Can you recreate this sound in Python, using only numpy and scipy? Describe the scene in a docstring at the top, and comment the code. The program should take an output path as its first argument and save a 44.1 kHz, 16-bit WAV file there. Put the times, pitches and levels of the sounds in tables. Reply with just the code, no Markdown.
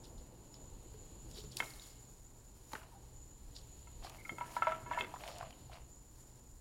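"""In a quiet driveway, with traffic rumbling far off, a man rinses a car: filtered grains of noise
hiss as fine spray and a narrow, wavering noise sings thinly near 7 kHz as the nozzle.
He swings the hose clear; it slaps and slides on wet concrete as damped resonances and crackle,
then bumps over something hollow, heard as ringing modes, and scrapes through grit as he walks on.
Air stirs at the microphone, and the garage front throws the contacts back as an echo."""
import sys
import numpy as np
from scipy import signal
from scipy.fft import rfft, irfft
from scipy.io import wavfile
from scipy.ndimage import uniform_filter1d

SR = 44100
rng = np.random.default_rng(int(sys.argv[2]) if len(sys.argv) > 2 else 0)


def master(y):
    """Save y as 16-bit WAV."""
    cut = np.clip(np.atleast_2d(y).T, -1, 1)
    pcm = np.round(cut * 32767)  # scale
    wavfile.write(sys.argv[1], SR, pcm.astype(np.int16))


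N = 291396
TIME = np.arange(N) / SR


def from_db(db):
    """Decibels to amplitude gain."""
    return 10 ** (np.asarray(db) / 20)


def rms_one(x):
    """Scale to unit rms."""
    return x / np.sqrt(np.mean(x ** 2) + 1e-20)


def level(rows):
    """Gain over time, interpolated in dB between (time [s], level [dB]) rows."""
    return from_db(np.interp(TIME, *np.transpose(rows)))


def drift(rate):
    """Slow random wandering of rms 1, through `rate` random points a second."""
    count = int(TIME[-1] * rate) + 3
    points = rng.standard_normal(count)
    return rms_one(np.interp(TIME * rate, np.arange(count), points))


def swell(peak_s, rise, fall, hold=0):
    """Gain that rises exponentially to 1 at peak_s, holds and dies away; rise and fall are time constants."""
    before = (peak_s - TIME) / rise
    after = (TIME - peak_s - hold) / fall
    return np.exp(-np.maximum(np.maximum(before, after), 0))


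def surges(rows, rest_db):
    """Swells above a resting level, added as powers."""
    power = sum((from_db(db) * swell(s, rise, fall)) ** 2 for s, db, rise, fall in rows)
    return np.sqrt(from_db(rest_db) ** 2 + power)


def grains(per_s, spread_db):
    """Tiny impacts at random moments, of uneven size; rms 1."""
    sizes = from_db(spread_db * np.clip(rng.standard_normal(N), -2, 2)) * rng.choice([-1, 1], N)
    return rms_one(sizes * (rng.random(N) < per_s / SR))


def colour(x, spectrum):
    """Causal (minimum-phase) filter with the given spectrum, falling steeply past its ends; rms 1."""
    hz, db = np.transpose(spectrum)
    size = 16384
    octave = np.log2(np.maximum(np.fft.rfftfreq(size, 1 / SR), 1))
    knots = np.log2(hz)
    outside = np.abs(octave - np.clip(octave, knots[0], knots[-1]))
    target_db = np.interp(octave, knots, db) - 18 * outside  # 18 dB per octave past the ends
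    # folding the cepstrum onto positive times gives minimum phase
    cepstrum = irfft(np.log(from_db(target_db)))
    response = irfft(np.exp(rfft(2 * cepstrum[:size // 2], size)))
    return rms_one(signal.fftconvolve(x, response)[:N])


def resonate(x, hz, width_hz):
    """Two-pole resonance, gain 1 on top."""
    r = np.exp(-np.pi * width_hz / SR)
    zeros = np.array([1, 0, -1]) * (1 - r * r) / 2
    poles = [1, -(1 + r * r) * np.cos(2 * np.pi * hz / SR), r * r]
    return signal.lfilter(zeros, poles, x + 1e-18)


def waver(hz, width_hz, wander_hz, rate):
    """A narrow, noisy tone whose pitch wanders; rms 1."""
    smooth = signal.butter(2, width_hz / 2, fs=SR, output="sos")
    body = signal.sosfilt(smooth, rng.standard_normal(N) + 1j * rng.standard_normal(N))
    phase = 2 * np.pi * np.cumsum(hz + wander_hz * drift(rate)) / SR
    return rms_one(np.real(body * np.exp(1j * phase)))


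def add(out, s, sound):
    """Mix a sound in at time s."""
    start = int(s * SR)
    out[start:start + len(sound)] += sound[:N - start]


# far traffic: (time [s], level before a common lift [dB])
TRAFFIC = [(0.0, -62), (1.58, -63), (1.88, -67), (3.85, -66.5), (4.58, -60), (6.13, -67.5), (6.61, -68.5)]
# spectrum of the far traffic: (frequency [Hz], density [dB per Hz])
TRAFFIC_COLOUR = [(100, 4.5), (170, -1), (330, -2.5), (500, -6.5), (720, -11), (920, -9.5), (1200, -20.5),
                  (2000, -28.5), (4000, -37)]
# gusts at the microphone: (peak time [s], level [dB], rise [s], fall [s])
GUSTS = [(0.18, -50, 0.11, 0.1), (.71, -51.5, 0.068, 0.11), (1.03, -50, 0.062, 0.032),
         (1.3, -49.5, 0.15, 0.13), (3.62, -53, 0.3, 0.3), (4.01, -52.5, 0.024, .04), (5.47, -60, .05, 0.16)]
# spectrum of the breeze at the microphone: (frequency [Hz], density [dB per Hz])
BREEZE_COLOUR = [(18, -2.5), (40, 1), (60, -1.5), (90, -10), (140, -16), (250, -37.5)]
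STILL_AIR_DB = -59.5  # light steady air under the gusts
HUM_HZ, HUM_DB = 122.9, -66.5


def street(traffic_db=2.5):
    """Far traffic and microphone breeze as coloured noise, with a faint mains hum wavering in phase and level."""
    traffic_gain = level(TRAFFIC) * from_db(traffic_db + 1.0 * drift(13))
    traffic = colour(rng.standard_normal(N), TRAFFIC_COLOUR) * traffic_gain
    air_gain = surges(GUSTS, STILL_AIR_DB) * from_db(1.6 * drift(13))
    breeze = colour(rng.standard_normal(N), BREEZE_COLOUR) * air_gain
    tone = np.sin(2 * np.pi * HUM_HZ * TIME + 0.39 * drift(8.4))
    hum = rms_one(tone * from_db(3.7 * drift(9.7)))
    return traffic + breeze + from_db(HUM_DB) * hum


# echoes off garage and cars: (delay [s], level [dB])
ECHOES = [(.0215, -18), (0.0284, -17)]


def driveway(x, tail_db=-17, tail_t60=0.96, wall_hz=4500):
    """A few dull echoes and a thin decaying scatter from houses and tree."""
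    t = TIME[:SR]
    onset = np.minimum(t / .02, 1)
    response = rng.standard_normal(SR) * from_db(-60 * t / tail_t60) * onset
    response *= from_db(tail_db) / np.linalg.norm(response)
    for delay, db in ECHOES:
        response[int(delay * SR)] += from_db(db)
    dull = signal.butter(2, wall_hz, fs=SR, output="sos")
    return signal.sosfilt(dull, signal.fftconvolve(x, response)[:N])


# a low, uneven gurgle that comes and goes: (peak time [s], level [dB], rise [s], fall [s])
GURGLES = [(.22, -59.5, 0.11, 0.11), (.97, -58, 0.12, 0.078), (1.5, -55.5, 0.24, 0.11),
           (5.0, -59, 0.21, 0.13)]
GURGLE_LOW_HZ, GURGLE_HIGH_HZ, GURGLES_PER_S = 130.6, 491, 110


def gurgle(count=10):
    """Random impacts ring low resonances: short blups at scattered pitches, in surges."""
    blups = np.zeros(N)
    for hz in np.geomspace(GURGLE_LOW_HZ, GURGLE_HIGH_HZ, count):
        impacts = grains(per_s=GURGLES_PER_S / count, spread_db=6.0)
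        blups += rms_one(resonate(impacts, hz, hz / 22))
    return rms_one(blups) * sum(from_db(db) * swell(s, rise, fall) for s, db, rise, fall in GURGLES)


# spray on the car: (time [s], level [dB])
SPRAY = [(0.0, -78), (.7, -74), (.97, -71.5), (2.0, -72), (2.2, -83.5), (2.6, -77.5), (2.8, -73.5),
         (3.3, -78.5), (3.7, -71.5), (3.95, -71.5), (5.08, -73), (5.65, -70.5), (6.0, -83.5), (6.38, -79),
         (6.61, -95)]
# spectrum of the spray: (frequency [Hz], density [dB per Hz])
SPRAY_COLOUR = [(1200, -9), (2400, -2.5), (3050, 2.5), (3500, -2), (4200, 5), (6000, -15), (8500, -14),
                (11000, 0.5), (13000, -13), (16000, -28)]
# nozzle whistle: (frequency [Hz], width [Hz], level before the singing gain [dB])
WHISTLE = [(6990, 230, -65.5), (7290, 1200, -75)]
# how strongly the nozzle sings as it is turned: (time [s], gain [dB])
SINGING = [(0, -0.5), (.48, -3), (.64, 3.5), (.8, -2), (.9, 2), (1.95, 1), (2.4, -3), (2.59, -6), (2.72, 1),
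           (2.93, -7.5), (3.03, 0), (3.45, -1.5), (3.9, -0.5), (5.4, -0.5), (6.61, -3)]
WHISTLE_WANDER_HZ = 63.5
WANDER_DB, WANDER_PER_S = 1.8, 18  # the whistle also swells and sinks by chance


def spray():
    """Countless fine droplets hiss; the jet whistles in the nozzle, wavering with the flow."""
    hiss = colour(grains(per_s=20000, spread_db=0.5), SPRAY_COLOUR) * level(SPRAY)
    whistle = sum(from_db(db) * waver(hz, width, WHISTLE_WANDER_HZ, 70) for hz, width, db in WHISTLE)
    singing = level(SINGING) * from_db(WANDER_DB * drift(WANDER_PER_S))
    return hiss + whistle * singing


# single drops flung onto wet ground: (time [s], level [dB], starting pitch [Hz])
DROPS = [(0.542, -42.5, 5230), (1.357, -55, 3200), (1.377, -45.5, 3920), (1.572, -41, 4370),
         (1.66, -45, 4000), (1.705, -46, 4530), (1.737, -47, 4170), (1.797, -44.5, 3680),
         (1.822, -46, 4500), (5.528, -51.5, 2980)]
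DROP_CYCLES = 55  # a drop's bubble falls 60 dB in so many cycles
DROP_RISE_PER_S = 7.9  # its pitch climbs by this share of itself a second


def drops(splash_db=-5, splash_t60=0.003):
    """Each drop lands with a tiny splash and traps a bubble that plinks upward."""
    out, t = np.zeros(N), TIME[:SR // 30]
    for s, db, hz in DROPS:
        rising = np.sin(2 * np.pi * hz * t * (1 + DROP_RISE_PER_S * t / 2))
        plink = rising * from_db(-60 * t * hz / DROP_CYCLES)
        splash = resonate(rng.standard_normal(len(t)) * from_db(-60 * t / splash_t60), hz, hz)
        splash /= np.abs(splash).max()
        add(out, s, from_db(db) * (plink + from_db(splash_db) * splash))
    return out


# soles and hose squeezing water out: (peak time [s], level [dB], rise [s])
SQUELCHES = [(0.041, -57.5, 0.0036), (.18, -64.5, .002), (0.545, -61.5, .001), (1.38, -53.5, 0.03),
             (1.519, -55.5, 0.0032), (1.572, -49, 0.0023), (1.85, -62, 0.063), (3.564, -53.5, 0.01),
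             (4.045, -52, 0.01), (4.565, -58.5, 0.015), (5.3, -56.5, 0.077), (5.735, -59, 0.0072)]
# spectrum of their fizz: (frequency [Hz], density [dB per Hz])
SQUELCH_COLOUR = [(2400, -33), (3200, -33), (3900, 10.5), (4700, 12), (5500, 4), (8000, 5)]
SQUELCH_FALL_S, FALL_PER_RISE = 0.019, 0.87  # a slow squeeze also dies slowly


def squelches(drops_per_s=900, low_hz=3000, high_hz=5600, ring_hz=260, fizz_db=-4, count=12):
    """Water squeezed from under rubber fizzes up and dies away in a spatter of small ringing droplets."""
    push = sum(from_db(db) * swell(s, rise, SQUELCH_FALL_S + FALL_PER_RISE * rise)
               for s, db, rise in SQUELCHES)
    bunches = from_db(3.2 * np.clip(drift(110), -1, 1))
    fizz = colour(grains(per_s=1600, spread_db=8.0) * bunches, SQUELCH_COLOUR)
    droplets = sum(resonate(grains(per_s=drops_per_s / count, spread_db=3.0), hz, ring_hz)
                   for hz in np.geomspace(low_hz, high_hz, count))
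    return push * rms_one(rms_one(droplets) + from_db(fizz_db) * fizz)


# the hose is pulled over wet concrete: (peak time [s], level before a common lift [dB], rise [s], fall [s])
PULLS = [(1.38, -64, 0.1, 0.12), (1.585, -54.5, 0.024, 0.17), (1.87, -61.5, 0.042, 0.034),
         (2.745, -60, 0.054, 0.05), (4.05, -67, 0.025, 0.7), (4.53, -59.5, 0.074, 0.082),
         (5.01, -61.5, 0.059, 0.015), (5.29, -61.5, 0.18, 0.052), (6.2, -71, 0.062, 0.14)]
# spectrum of the sliding hose: (frequency [Hz], density [dB per Hz])
SLIDE_COLOUR = [(900, 5.5), (2000, -2), (3000, -4.5), (4400, 0.5), (5800, 1.5), (8500, 1), (10700, 2.5),
                (13000, -2), (16000, -5.5)]
CREEP_DB = -72  # between pulls it creeps, before the same lift


def slide(lift_db=1.54):
    """The hose peels through the water film with a clumpy crackle; larger drops tick only while it is pulled."""
    pull = surges(PULLS, CREEP_DB)
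    crackle = grains(per_s=7000, spread_db=3.0) * from_db(1.33 * drift(70))
    pulled_share = 1 - from_db(CREEP_DB) / pull
    ticks = from_db(-9.5) * grains(per_s=140, spread_db=7.0) * pulled_share
    return colour(crackle + ticks, SLIDE_COLOUR) * pull * from_db(lift_db)


# wet rubber chirps as it slips: (start [s], length [s], level [dB], pitch [Hz])
SQUEAKS = [(2.92, 0.022, -60.5, 936), (2.939, 0.044, -63, 785), (4.183, 0.039, -61.5, 2170),
           (4.251, 0.0068, -46.5, 2196), (4.253, 0.021, -59, 1355), (4.933, 0.042, -52.5, 1730)]
SQUEAK_ATTACK_S, SQUEAK_RELEASE_S = 0.0011, 0.0028
SQUEAK_WIDTH = 0.075  # width of each resonance, as a share of the pitch


def squeaks():
    """Rubber sticks and slips on the wet surface: short, rough chirps, each about one pitch."""
    out = np.zeros(N)
    for s, length, db, hz in SQUEAKS:
        once = resonate(rng.standard_normal(N), hz, SQUEAK_WIDTH * hz)
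        tone = resonate(once, hz, SQUEAK_WIDTH * hz)
        # dividing by the running rms evens out the noise
        even = tone / np.sqrt(uniform_filter1d(tone ** 2, size=400) + 1e-12)
        out += from_db(db) * even * swell(s, SQUEAK_ATTACK_S, SQUEAK_RELEASE_S, length)
    return out


# strokes of hose and soles through grit: (start [s], length [s], level [dB])
SCRAPES = [(1.61, 0.022, -53.5), (2.72, 0.066, -62), (2.814, 0.025, -64.5), (4.026, 0.11, -59),
           (4.403, 0.18, -60.5), (4.622, 0.12, -52.5), (4.899, 0.15, -52), (5.201, 0.1, -54.5),
           (5.347, 0.12, -58.5), (5.714, 0.035, -56)]
# spectrum of the grit: (frequency [Hz], density [dB per Hz])
GRIT_COLOUR = [(300, -20), (520, -6), (660, 8.5), (800, 3.5), (1000, 3.5), (1300, -2.5), (1700, -6),
               (2900, -3.5), (4300, -23.5), (7000, -19.5)]
SCRAPE_ATTACK_S, SCRAPE_RELEASE_S = 0.0033, 0.043


def strokes(rows):
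    """Gain over time of drags that start quickly, hold and let go."""
    return sum(from_db(db) * swell(s, SCRAPE_ATTACK_S, SCRAPE_RELEASE_S, length) for s, length, db in rows)


def scrapes(grit_per_s=650, pebbles_per_s=70, pebble_db=-2):
    """Grit catches and lets go in quick bunches under each stroke; a few larger stones click."""
    bunches = from_db(2.8 * np.clip(drift(160), -1, 1))
    grit = grains(per_s=grit_per_s, spread_db=1.0) * bunches
    pebbles = from_db(pebble_db) * grains(per_s=pebbles_per_s, spread_db=4.5)
    return strokes(SCRAPES) * colour(grit + pebbles, GRIT_COLOUR)


# the dragged hose groans: (start [s], length [s], level [dB])
GROANS = [(5.198, .25, -57)]
GROAN_HZ, GROAN_WIDTH_HZ, GROAN_WANDER_HZ = 732, 136, 60


def groans():
    """Rubber judders over the concrete with a hollow, wavering note."""
    return strokes(GROANS) * waver(GROAN_HZ, GROAN_WIDTH_HZ, GROAN_WANDER_HZ, 45)


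# dull thuds of heels and heavy loops of hose: (time [s], level [dB])
THUDS = [(1.605, -51), (2.735, -51), (4.318, -48), (5.023, -46.5)]
# spectrum of the thuds: (frequency [Hz], density [dB per Hz])
THUD_COLOUR = [(150, 6), (450, 12), (700, 0)]
THUD_RISE_S, THUD_FALL_S = 0.0027, 0.028


def thuds():
    """Soft, heavy contacts as bursts of low noise: short, without a pitch."""
    weight = sum(from_db(db) * swell(s, THUD_RISE_S, THUD_FALL_S) for s, db in THUDS)
    return weight * colour(rng.standard_normal(N), THUD_COLOUR)


# the film of water cracks under a flat hit: (time [s], level [dB])
CRACKS = [(1.5697, -33.5), (2.7333, -42.5), (2.752, -52), (4.097, -46.5), (5.3845, -46)]
# spectrum of the cracks: (frequency [Hz], density [dB per Hz])
CRACK_COLOUR = [(2500, -0.5), (4500, 7), (10000, -1), (15000, -6)]
CRACK_RISE_S, CRACK_FALL_S = 0.00054, 0.0018


def cracks():
    """The water film bursts as a few milliseconds of bright noisy spatter."""
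    burst = sum(from_db(db) * swell(s, CRACK_RISE_S, CRACK_FALL_S) for s, db in CRACKS)
    return burst * colour(rng.standard_normal(N), CRACK_COLOUR)


# slaps and steps on the wet ground: (time [s], peak level [dB], centre frequency [Hz])
SLAPS = [(1.3135, -41, 4620), (1.598, -43, 1600), (1.603, -28, 1580), (1.624, -35, 1390),
         (2.7338, -35, 850), (2.734, -39.5, 1900), (2.7522, -34, 1570), (2.761, -45.5, 1400),
         (2.817, -51, 1300), (4.047, -38.5, 770), (4.0687, -44, 1280), (5.1398, -34, 880),
         (5.16, -42.5, 1130), (5.2373, -37, 2130), (5.2372, -38, 826), (5.256, -44, 1630),
         (5.278, -34.5, 2780), (5.298, -45, 1210), (5.409, -35.5, 740), (5.41, -40, 1500),
         (5.428, -38, 1130), (5.5072, -43.5, 2800), (5.695, -47.5, 790)]
# values at 1 kHz; smaller, brighter contacts are broader and shorter
BODY_WIDTH_HZ, CORE_WIDTH_HZ, WIDTH_POWER = 860, 197.8, 2
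SLAP_T60_S, T60_POWER = 0.036, -0.37


def slaps(splatter_db=-18, skirt_db=-24):
    """A sharp contact and a dying splatter of drops, coloured by the size of the contact."""
    out, t = np.zeros(N), TIME[:SR // 4]
    for s, db, hz in SLAPS:
        khz = hz / 1000
        broader = khz ** WIDTH_POWER
        t60 = SLAP_T60_S * khz ** T60_POWER
        splatter = from_db(splatter_db) * rng.choice([-1, 1], len(t)) * from_db(-60 * t / t60)
        push = (t == 0) + splatter
        body = resonate(push, hz, BODY_WIDTH_HZ * broader)
        sound = resonate(body, hz, CORE_WIDTH_HZ * broader) + from_db(skirt_db) * body
        add(out, s, from_db(db) * sound / np.abs(sound).max())
    return out


# the hollow body that the hose bumps over: (frequency [Hz], level [dB], 60 dB decay before ring factor [s])
HOLLOW_MODES = [(647, -17.5, 0.25), (966, -1.5, 0.1), (975, -20.5, 0.71), (1090, -10.5, 0.057),
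                (1331, -7, 0.14), (1360, -8.5, 0.064), (1730, -20.5, 0.24), (2147, 3, 0.046),
                (2630, -4.5, 0.063), (3155, -5, 0.042), (3450, -12, 0.085), (4450, -14, 0.053)]
# its knocks: (time [s], strength [dB], extra on the modes at 1.2-1.5 kHz [dB],
# extra on the modes above 1.95 kHz [dB], softness cutoff of the contact [Hz], ring time factor [ratio])
KNOCKS = [(1.6024, -41.5, 0, 13.5, 2350, 0.69), (3.872, -62, 4, 6.5, 2000, 0.95),
          (4.2939, -48.5, 5.5, 13.5, 2130, 1.03), (4.3837, -39.5, -4, -0.5, 2180, .5),
          (4.41, -36, -1.5, -5, 1780, 0.96), (4.459, -45.5, -7, -10, 2000, 1.2),
          (4.566, -31.5, 2.5, -10, 1700, 0.52), (4.622, -28.5, 8, -5, 2090, 0.64),
          (4.670, -24, -0.5, -7.5, 2030, 0.63), (4.7195, -40.5, 9.5, 1, 2160, 0.94),
          (4.862, -43, 0, -6.5, 1800, 2.2), (4.9128, -29, -7, -18, 2300, 0.82),
          (4.934, -60, 6, 16.5, 3650, 0.69), (4.9748, -31.5, -5.5, -19, 2000, 0.96),
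          (4.987, -46.5, 5, 2, 4400, 2.1), (5.009, -41, 3, 13, 3170, 0.54),
          (5.0455, -52.5, 10, 9, 3500, .7)]


def knocks(tick_db=-9, tick_t60=0.04, uneven_db=3.5, detune=0.0036, low_hz=590):
    """The point of contact decides which modes ring most; the hose damps them where it stays lying on the body."""
    out, t = np.zeros(N), TIME[:SR // 3]
    hz, mode_db, t60 = np.transpose(HOLLOW_MODES)
    for s, db, second_db, upper_db, soft_hz, ring in KNOCKS:
        loaded_hz = hz * (1 + detune * rng.standard_normal(len(hz)))
        decay = from_db(-60 * t / (ring * t60[:, None]))
        rings = np.sin(2 * np.pi * loaded_hz[:, None] * t) * decay
        favour_db = second_db * ((hz > 1200) & (hz < 1500)) + upper_db * (hz > 1950)
        gains = from_db(mode_db + favour_db + uneven_db * rng.standard_normal(len(hz)))
        tick = resonate(rng.standard_normal(len(t)) * from_db(-60 * t / tick_t60), soft_hz, soft_hz)
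        sound = gains @ rings + from_db(tick_db + upper_db) * tick
        soft = signal.butter(3, soft_hz, fs=SR, output="sos")
        add(out, s, -from_db(db) * signal.sosfilt(soft, sound))
    # a small body radiates little bass
    return signal.sosfilt(signal.butter(6, low_hz, "high", fs=SR, output="sos"), out)


# spectrum of something loose buzzing against the body: (frequency [Hz], density [dB per Hz])
RATTLE_COLOUR = [(1000, -12), (1600, 10), (2700, -12), (3400, -8), (4300, -16)]
RATTLE_DB, RATTLES_PER_S, RATTLE_FALL_S = -21, 380, 0.036  # level relative to knock strength


def rattle():
    """Something loose rebounds quickly and at random after each knock, following its strength."""
    shaking = sum(from_db(db) * swell(s, 0.0039, RATTLE_FALL_S) for s, db, *_ in KNOCKS)
    return from_db(RATTLE_DB) * shaking * colour(grains(per_s=RATTLES_PER_S, spread_db=0), RATTLE_COLOUR)


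def scene():
    """Hose and spray in the driveway, over the street; only the contacts are echoed."""
    hollow = knocks() + rattle()
    ground = slaps() + cracks() + thuds()
    dragged = squeaks() + scrapes() + groans()
    contacts = hollow + ground + dragged + drops()
    water = slide() + squelches() + gurgle() + spray()
    return (contacts + driveway(contacts) + water + street())[None]


def record(dry):
    """The top is cut steeply above 15.9 kHz."""
    return signal.sosfilt(signal.ellip(10, .2, 70, 15900, fs=SR, output="sos"), dry)


dry = scene()
out = record(dry)
master(out)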